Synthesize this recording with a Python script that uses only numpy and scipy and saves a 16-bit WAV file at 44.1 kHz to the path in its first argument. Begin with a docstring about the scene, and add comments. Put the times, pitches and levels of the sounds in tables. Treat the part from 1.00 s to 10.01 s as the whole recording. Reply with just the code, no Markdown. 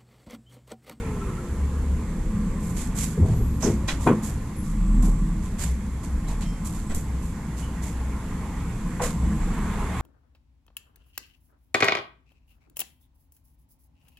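"""A braking tram, heard in the cab

The drive whines down beside a fluttering squeak, then the body lurches, levers clack and thin metal pings.
Whine, squeak, pings and hum are wavering sine tones; blows are quick taps that make the cab ring.
Rustles close by are short bursts of hiss. Body rumble, street, fans and wheel drone are coloured noise.
"""
import sys
import numpy as np
from scipy import signal
from scipy.fft import rfft, irfft, next_fast_len
from scipy.io import wavfile
from scipy.ndimage import uniform_filter1d, map_coordinates

SR = 44100
rng = np.random.default_rng(int(sys.argv[2]) if len(sys.argv) > 2 else 0)


def wrap_up_sound(samples):
    """Save the sound to the file named by the first command line argument, as 16-bit audio."""
    columns = np.atleast_2d(samples).T
    # keep every value between -1 and 1, then stretch to whole-number steps
    tamed = np.clip(columns, -1, 1)
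    steps = np.round(tamed * 32767).astype(np.int16)
    wavfile.write(sys.argv[1], SR, steps)


N = 397341
TIME = np.arange(N) / SR  # s, the whole scene
SHORT = np.arange(SR // 2) / SR  # s, the half second given to each short sound


def amp(db):
    """Turns dB into a gain."""
    return 10 ** (np.asarray(db) / 20)


def unit(x):
    """Scales a signal to an rms of 1."""
    return x / np.sqrt(np.mean(x ** 2) + 1e-20)


def along(points, hz):
    """Reads a curve of (f/Hz, value) points on a log frequency axis."""
    f, value = np.transpose(points)
    return np.interp(np.log(hz + 1), np.log(f + 1), value)


def curves(rows):
    """Draws each column after the time as a curve with one value per sample."""
    times, *columns = np.transpose(rows)
    return [np.interp(TIME, times, column) for column in columns]


def wobble(rate):
    """A smooth random curve through `rate` random points a second."""
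    points = rng.standard_normal(int(N * rate / SR) + 4)
    return map_coordinates(points, [np.arange(N) * rate / SR])


def wave(hz):
    """A sine whose pitch follows a curve: the phase is the running sum of the frequency."""
    return np.sin(2 * np.pi * np.cumsum(hz) / SR)


def filtered(x, response):
    """Multiplies the spectrum of x by a response of frequency."""
    m = next_fast_len(x.shape[-1] + 8192)
    spectrum = rfft(x, m) * response(np.fft.rfftfreq(m, 1 / SR))
    return irfft(spectrum, m)[..., :x.shape[-1]]


def rush(gain, patchy_db):
    """Two coloured noises, together of rms 1, whose patches in time and pitch have random gain."""
    grid = signal.stft(rng.standard_normal((2, N)), nperseg=512)[2]
    field = uniform_filter1d(rng.standard_normal(grid.shape[1:]), size=6, axis=0)
    field = uniform_filter1d(field, size=10, axis=1)
    pair = signal.istft(grid * amp(patchy_db * unit(field)), nperseg=512)[1][:, :N]
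    return unit(filtered(pair, gain))


def swell(t, rise, hold, t60):
    """An outline that rises softly, holds, then falls by 60 dB every t60 seconds."""
    fall_time = np.clip(t - rise - hold, 0, None)
    return np.clip(t / rise, 0, 1) ** 2 * amp(-60 * fall_time / t60)


def add(total, start, sound):
    """Mixes a sound in at a start time in seconds."""
    part = total[:, round(start * SR):][:, :sound.shape[1]]
    part += sound[:, :part.shape[1]]


# the gear tone of the drive: first pitch, the pitch it sinks towards, time constant of sinking
WHINE_HZ, WHINE_END_HZ, SLOWING_S = 474, 286, 0.41
WHINE_DB, WHINE_FADE_DB_PER_S = -37.5, 7.5  # the level wavers around this fading line


def drive_whine():
    """The gear tone sinks with the speed, its pitch and level wavering."""
    hz = WHINE_END_HZ + (WHINE_HZ - WHINE_END_HZ) * np.exp(-TIME / SLOWING_S)
    db = WHINE_DB - WHINE_FADE_DB_PER_S * TIME + 1.8 * wobble(23)
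    tone = amp(db) * wave(hz * (1 + 0.012 * wobble(32)))
    return swell(TIME, rise=.0012, hold=.546, t60=.14) * tone


SQUEAK_HZ, SQUEAK_DB = 1338, -51  # middle pitch and level
FLUTTERS_PER_S, FLUTTER_DB, FLUTTER_CREST_S = 12.1, 4.5, 0.062  # rate, depth, time of a crest


def wheel_squeak():
    """A squeak at the start flutters in level, with a band of raspy noise beside it."""
    flutter = np.cos(2 * np.pi * FLUTTERS_PER_S * (TIME - FLUTTER_CREST_S))
    db = SQUEAK_DB + FLUTTER_DB * flutter + 4.2 * wobble(60.4)
    squeak = amp(db) * wave(SQUEAK_HZ * (1 + 0.0215 * wobble(70)))
    rasp = amp(-59) * rush(lambda f: 1 / (1 + ((f - 2450) / 300) ** 2), patchy_db=3)
    return swell(TIME, rise=.001, hold=.4, t60=.66) * (squeak + rasp)


def lurch():
    """The brakes rock the body: a strong low tone that swells and soon dies away."""
    t = TIME - 2.191
    return amp(-9) * swell(t, rise=.028, hold=.025, t60=.05) * np.sin(2 * np.pi * 86 * t)


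# what the cab's frame and panels ring with: f/Hz, level/dB (relative), time to fall 60 dB/s
CAB_MODES = [(41.6, -5, 0.25), (83.4, 6, 0.16), (112, 1.5, 0.37), (156.3, 3, 0.3), (213.7, -2, 0.72),
             (243.4, 0, 0.28), (344.6, -1.5, 0.33), (384, 2, 0.13), (422, 3, 0.16), (490.3, 1, 0.2),
             (637, -2, 0.18), (735, -2.5, 0.15), (830, -6.5, 0.11), (917, -5.5, 0.11), (1054, 3.5, 0.057),
             (1138, -14.5, 0.28), (1367, -5, 0.051), (1500, -5.5, 0.093), (1955, -5.5, 0.07),
             (2430, -9.5, 0.065), (3340, -8, 0.15), (3976, -2, 0.066), (4900, -9, 0.055), (5850, -5, 0.087),
             (6280, -3, 0.11)]
# blows: t/s, level/dB, f/Hz (centre of the push), spread/octaves,
# rattle/s (taps fall 60 dB in four times this), share of the power that rings (0-1)
BLOW_EVENTS = [(2.17, -23, 147, 0.74, 0.077, 0.65), (2.168, -34.5, 438, 0.21, .025, 0.8),
               (2.18, -29, 205, 0.3, .01, 1), (2.221, -34.5, 398, 0.85, 0.11, 0.82),
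               (2.278, -21.5, 97, 0.45, 0.015, 0.7), (2.364, -21.5, 88, 0.28, 0.022, 0.7),
               (2.39, -37.5, 328, 0.55, 0.014, 0.9), (2.394, -21.5, 43.4, 0.25, 0.0063, .95),
               (2.623, -32.5, 744, 0.97, 0.06, 0.75), (2.622, -34, 5940, 0.22, 0.025, 0.34),
               (2.637, -26, 276, 0.32, 0.01, 0.55), (2.657, -22.5, 320, 0.53, 0.0066, 0.7),
               (2.68, -24.5, 148, 0.87, 0.013, 0.5), (2.879, -36, 1490, 0.59, 0.029, 0.7),
               (2.883, -32.5, 2390, .5, 0.013, .7), (2.877, -36, 4200, 0.68, 0.013, 0.4),
               (3.057, -16.5, 190, 0.9, 0.048, 0.64), (3.063, -22.5, 945, 0.46, 0.02, 0.72),
               (3.068, -34, 1930, 0.44, 0.015, 0.66), (3.088, -25.5, 365, 0.58, 0.021, .7),
               (3.112, -37, 1070, 0.25, 0.039, 1), (4.023, -45, 970, 0.39, 0.04, 0.8),
               (4.066, -41.5, 424, 0.32, 0.0099, 0.5), (5.272, -58, 3900, .15, .006, 0.7),
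               (5.417, -49.5, 2640, 0.99, .01, 0.3), (5.904, -47, 1700, 0.78, 0.024, 0.68),
               (7.993, -31.5, 917, 0.83, 0.048, 0.64), (8.005, -31.5, 575, 0.26, 0.025, 0.46),
               (8.016, -40.5, 1790, 0.67, 0.043, 0.5)]
# average rate; level of the strong tap at the end of the rise, over the spread of the other taps
TAPS_PER_S, CREST_TAP_DB = 900, 8
SCATTER_T60_S = 0.21  # the many small modes die in this time


def blows():
    """Each blow rattles in quick taps and rings those cab modes that lie near its push."""
    out = np.zeros((2, N))
    hz, level_db, t60 = np.transpose(CAB_MODES)[:, :, None]
    turns = (-1) ** np.arange(len(CAB_MODES))[:, None]  # neighbouring modes swing opposite ways
    modes = turns * amp(level_db - 60 * SHORT / t60) * np.sin(2 * np.pi * hz * SHORT)

    def levelled(x):
        """Scales each channel to rms 1 over its first 60 ms."""
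        return x / np.sqrt(np.mean(x[:, :round(.06 * SR)] ** 2, axis=1, keepdims=True))

    for start, db, push_hz, spread, rattle, share in BLOW_EVENTS:
        reach = lambda f: np.exp(-.5 * (np.log2((f + 1) / push_hz) / spread) ** 2)
        rise = 0.0038 + 0.82 / push_hz  # s; a low push is a soft one
        tap_here = rng.random((2, len(SHORT))) < TAPS_PER_S / SR
        taps = tap_here * rng.standard_normal((2, len(SHORT)))
        taps[:, round(rise * SR)] = amp(CREST_TAP_DB)
        rattling = taps * swell(SHORT, rise, 0, 4 * rattle)
        ring = signal.fftconvolve(rattling, reach(hz).T @ modes, axes=1)[:, :len(SHORT)]
        # noise stands for the many small modes
        scatter = filtered(rng.standard_normal((2, len(SHORT))), reach)
        scatter = scatter * swell(SHORT, rise, rattle, SCATTER_T60_S)
        mix = np.sqrt(share) * levelled(ring) + np.sqrt(1 - share) * levelled(scatter)
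        add(out, start, amp(db) * mix)
    return out


# colour of rubbed cloth before each rub's tilt: f/Hz, level/dB (relative)
CLOTH_COLOUR = [(710, -13), (1200, -11.5), (1270, -16), (1500, -13.5), (1820, -11.5), (2150, -8.5),
                (2840, -14), (3090, -12), (5540, -11), (7460, -2.5), (9720, -8), (11300, -10),
                (15200, -24.5)]
# rustles: t/s, level/dB, tilt/dB per octave, length of the rub/s
RUSTLE_EVENTS = [(1.569, -48.5, 3, 0.14), (1.742, -39.5, -1, 0.079), (1.937, -33.5, 0, 0.1),
                 (2.22, -38, -4.5, 0.12), (2.591, -34.5, -3, 0.081), (2.874, -24.5, -4.5, 0.031),
                 (2.985, -43.5, -1, 0.08), (3.216, -41, 1.5, 0.062), (3.605, -51.5, 0, 0.095),
                 (4.016, -42.5, 1, 0.044), (4.418, -47, -3, 0.047), (4.575, -35, -2, 0.067),
                 (5.03, -46.5, -1.5, 0.019), (5.268, -36.5, -4, 0.049), (5.406, -30.5, -4.5, 0.024),
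                 (5.645, -40, 2, 0.025), (5.705, -47.5, -1, 0.078), (5.895, -21.5, -6, 0.028),
                 (5.944, -37.5, 5, 0.02), (6.21, -52, 2, 0.058), (6.558, -46.5, -1.5, 0.053),
                 (6.809, -44.5, -1, 0.07), (8.01, -33, -2, 0.047)]
# a short rub catches at once; of any length beyond the sudden one, a share goes into the rise
RUB_CATCH_S, RUB_SUDDEN_S, RUB_SWELLS = 0.0037, 0.031, 0.51
RUB_T60_S, RUB_TRAILS = 0.19, 1.8  # basic fall time, and what each second of length adds to it


def rustles():
    """Each rub is a burst of grainy hiss, tilted to the low or high end; longer rubs trail off slower."""
    out = np.zeros((2, N))
    for start, db, tilt_db, length in RUSTLE_EVENTS:
        rise = RUB_CATCH_S + RUB_SWELLS * max(length - RUB_SUDDEN_S, 0)
        shape = swell(SHORT, rise, length - rise, RUB_T60_S + RUB_TRAILS * length)
        colour = lambda hz: amp(along(CLOTH_COLOUR, hz) + tilt_db * np.log2((hz + 1) / 6000))
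        noise = unit(filtered(rng.standard_normal((2, len(SHORT))), colour))
        fibres = uniform_filter1d(rng.standard_normal(len(SHORT)), size=150)  # uneven slips a few ms long
        add(out, start, amp(db + 2 * unit(fibres)) * shape * noise)
    return out


# thin squeaks and pings of metal: t/s, f/Hz, level/dB (crest of the tone), length/s (scales hold and fall),
# unsteadiness/radians a sample
PING_EVENTS = [(2.335, 11730, -52, 0.19, 0.089), (3.56, 10850, -47.5, 0.073, 0.1),
               (5.406, 7950, -47, 0.022, .025), (5.456, 5350, -52, 0.076, 0.02),
               (5.445, 3155, -52, 0.089, 0.015), (5.866, 7870, -49.5, 0.12, 0.063),
               (6.621, 3000, -47, 0.041, 0.14)]
PING_RISE_S, PING_HOLDS, PING_TRAILS = 0.004, 0.46, 6.4  # rise; hold and 60 dB fall, per length


def pings():
    """Single thin tones, unsteady because their phase takes random steps."""
    out = np.zeros((2, N))
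    for start, hz, db, length, unsteady in PING_EVENTS:
        drift = np.cumsum(rng.normal(0, unsteady, (2, len(SHORT))), axis=1)
        shape = swell(SHORT, PING_RISE_S, PING_HOLDS * length, PING_TRAILS * length)
        add(out, start, amp(db) * shape * np.sin(2 * np.pi * hz * SHORT + drift))
    return out


def wheel_drone():
    """The wheels drone as a band of noise around 460 Hz that holds, then slowly dies away."""
    drone = rush(lambda f: 1 / (1 + ((f - 460) / 90) ** 4), patchy_db=0.5)
    return amp(-48) * swell(TIME, rise=.001, hold=1.65, t60=2.4) * drone


# the low hum swells and fades: t/s, level/dB (rms, before its random waver)
HUM_LEVEL = [(.35, -58), (.6, -29), (1.05, -30), (1.3, -51), (1.9, -42), (2.9, -29.5), (3.3, -40),
             (4.3, -43.5), (4.6, -32), (5.1, -35.5), (5.5, -43), (6.2, -30.5), (6.45, -36.5), (7.1, -27.5),
             (7.5, -36), (7.9, -47), (8.25, -25), (8.5, -43), (9.01, -30)]


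def low_hum():
    """A sine near 66 Hz that wavers in pitch and level."""
    level_db, = curves(HUM_LEVEL)
    hz = 66 + 3 * wobble(2) + 1.31 * wobble(11)
    return np.sqrt(2) * amp(level_db + 4.74 * wobble(14)) * wave(hz)


# colour of the rumble: f/Hz, level/dB (relative)
BODY_COLOUR = [(11, -55), (18, -7), (70, -5.5), (130, -10.5), (200, -10), (270, -15.5), (330, -23),
               (400, -27), (520, -28), (700, -51), (1500, -120)]


def body_rumble():
    """Low noise, as the car body passes it on, at rms 1."""
    return rush(lambda hz: amp(along(BODY_COLOUR, hz)), patchy_db=0.52)


# standing tones of the car body: f/Hz, width/Hz, level/dB (relative)
BODY_TONES = [(27.3, 12, -37.5), (38.74, 2.3, -34), (118.6, 16, -44.5), (158.9, 6, -41.5), (178.8, 20, -38),
              (210.9, 5.9, -41), (244.7, 7.1, -48.5), (315, 11.7, -51), (1028, 22, -63.5), (1143, 31, -60),
              (7660, 200, -63.5)]


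def body_tones():
    """Fans and compressor keep the body's tones alive: narrow bands of noise that waver together."""
    def peaks(hz):
        return sum(amp(db) * np.sqrt(1 / width) / (1 + (2 * (hz - centre) / width) ** 2)
                   for centre, width, db in BODY_TONES)
    return amp(-31.5 + 3.6 * wobble(2.003)) * rush(peaks, patchy_db=0)


# colour of the street: f/Hz, level/dB (relative)
STREET_COLOUR = [(260, -12.5), (450, 2), (577, -11.5), (624, -1), (685, -4.5), (1035, 2), (1240, -4),
                 (1650, -6.5), (2030, -7), (2820, -15.5), (3500, -19.5), (4550, -30), (7700, -120)]


def street_tyres():
    """Tyres on the street: patchy noise, mostly in the middle pitches, at rms 1."""
    return rush(lambda hz: amp(along(STREET_COLOUR, hz)), patchy_db=1.6)


# colour of the fan hiss: f/Hz, level/dB (relative)
HISS_COLOUR = [(1470, -22), (2500, -6), (2860, -11), (3110, -6.5), (3590, -7), (4710, -6), (5690, -7.5),
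               (7410, -2), (8890, -5.5), (11100, -8), (12400, -15), (14400, -17), (15200, -23)]


def fan_hiss(street_db):
    """High fan noise around -54 dB that the street adds to, so it follows the street level in part."""
    hiss = rush(lambda hz: amp(along(HISS_COLOUR, hz)), patchy_db=0.5)
    return amp(-54 + 0.47 * (street_db - street_db.mean()) + 0.28 * wobble(1.0)) * hiss


# background levels: t/s, car body rumble level/dB, street level/dB (before its slight waver)
BED_LEVELS = [(0, -30, -43), (.7, -30.5, -46), (1.9, -31, -46.5), (2.6, -27.5, -47.5), (3.2, -28.5, -44.5),
              (3.6, -32.5, -48.5), (6.3, -33, -46), (7.0, -31, -44), (7.8, -33, -43), (8.2, -30, -42.5),
              (8.6, -32, -38.5), (9.01, -34, -36)]


def bed():
    """The steady background: hum, body rumble and tones, street and fan hiss."""
    body_db, street_db = curves(BED_LEVELS)
    rumble = amp(body_db) * body_rumble()
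    street = amp(street_db + .6 * wobble(3)) * street_tyres()
    return low_hum() + rumble + body_tones() + street + fan_hiss(street_db)


def standing_waves(x, depth_db, width_hz):
    """The closed cab lifts some narrow bands and swallows others, more so towards the treble."""
    knots = rng.standard_normal(int(SR / 2 / width_hz) + 4)
    ripple = lambda hz: map_coordinates(knots, [hz / width_hz]) * hz / (hz + 500)
    return filtered(x, lambda hz: amp(depth_db * ripple(hz)))


# how alike left and right are: f/Hz, likeness (1 = the same, 0 = unrelated)
LIKENESS = [(180, .997), (350, .975), (630, .95), (1390, .82), (3060, .38), (6700, .05), (9000, .15),
            (14700, .15)]


def widened(pair):
    """Mixes two signals to left and right, alike in the bass and nearly unrelated in the treble."""
    turn = lambda hz: np.arccos(along(LIKENESS, hz)) / 2
    mid, side = filtered(pair, lambda hz: np.array([np.cos(turn(hz)), np.sin(turn(hz))]))
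    return np.array([mid + side, mid - side])


def scene():
    """All sources reach left and right through the cab's diffuse field."""
    driving = drive_whine() + wheel_squeak() + lurch() + wheel_drone()
    handling = blows() + rustles() + pings()
    background = standing_waves(bed(), depth_db=1.42, width_hz=35)
    return widened(driving + handling + background)


# the two microphone ports differ in colour: f/Hz, left over right level/dB
PORT_COLOUR = [(1000, .5), (1550, -3), (2600, -5), (3600, -3), (5200, -5.5), (7250, -14.5), (8800, -2.5),
               (11350, 12.5), (13500, 3.5), (15000, 1)]
TOP_HZ = 15320  # band limit


def record(dry):
    """Each port has its own treble colour; nothing stays above the band limit."""
    def ports(hz):
        left_over_right_db = along([(500, 0)] + PORT_COLOUR, hz)
        return amp(left_over_right_db * [[.5], [-.5]]) * (hz < TOP_HZ)
    return filtered(dry, ports)


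dry = scene()
out = record(dry)
wrap_up_sound(out)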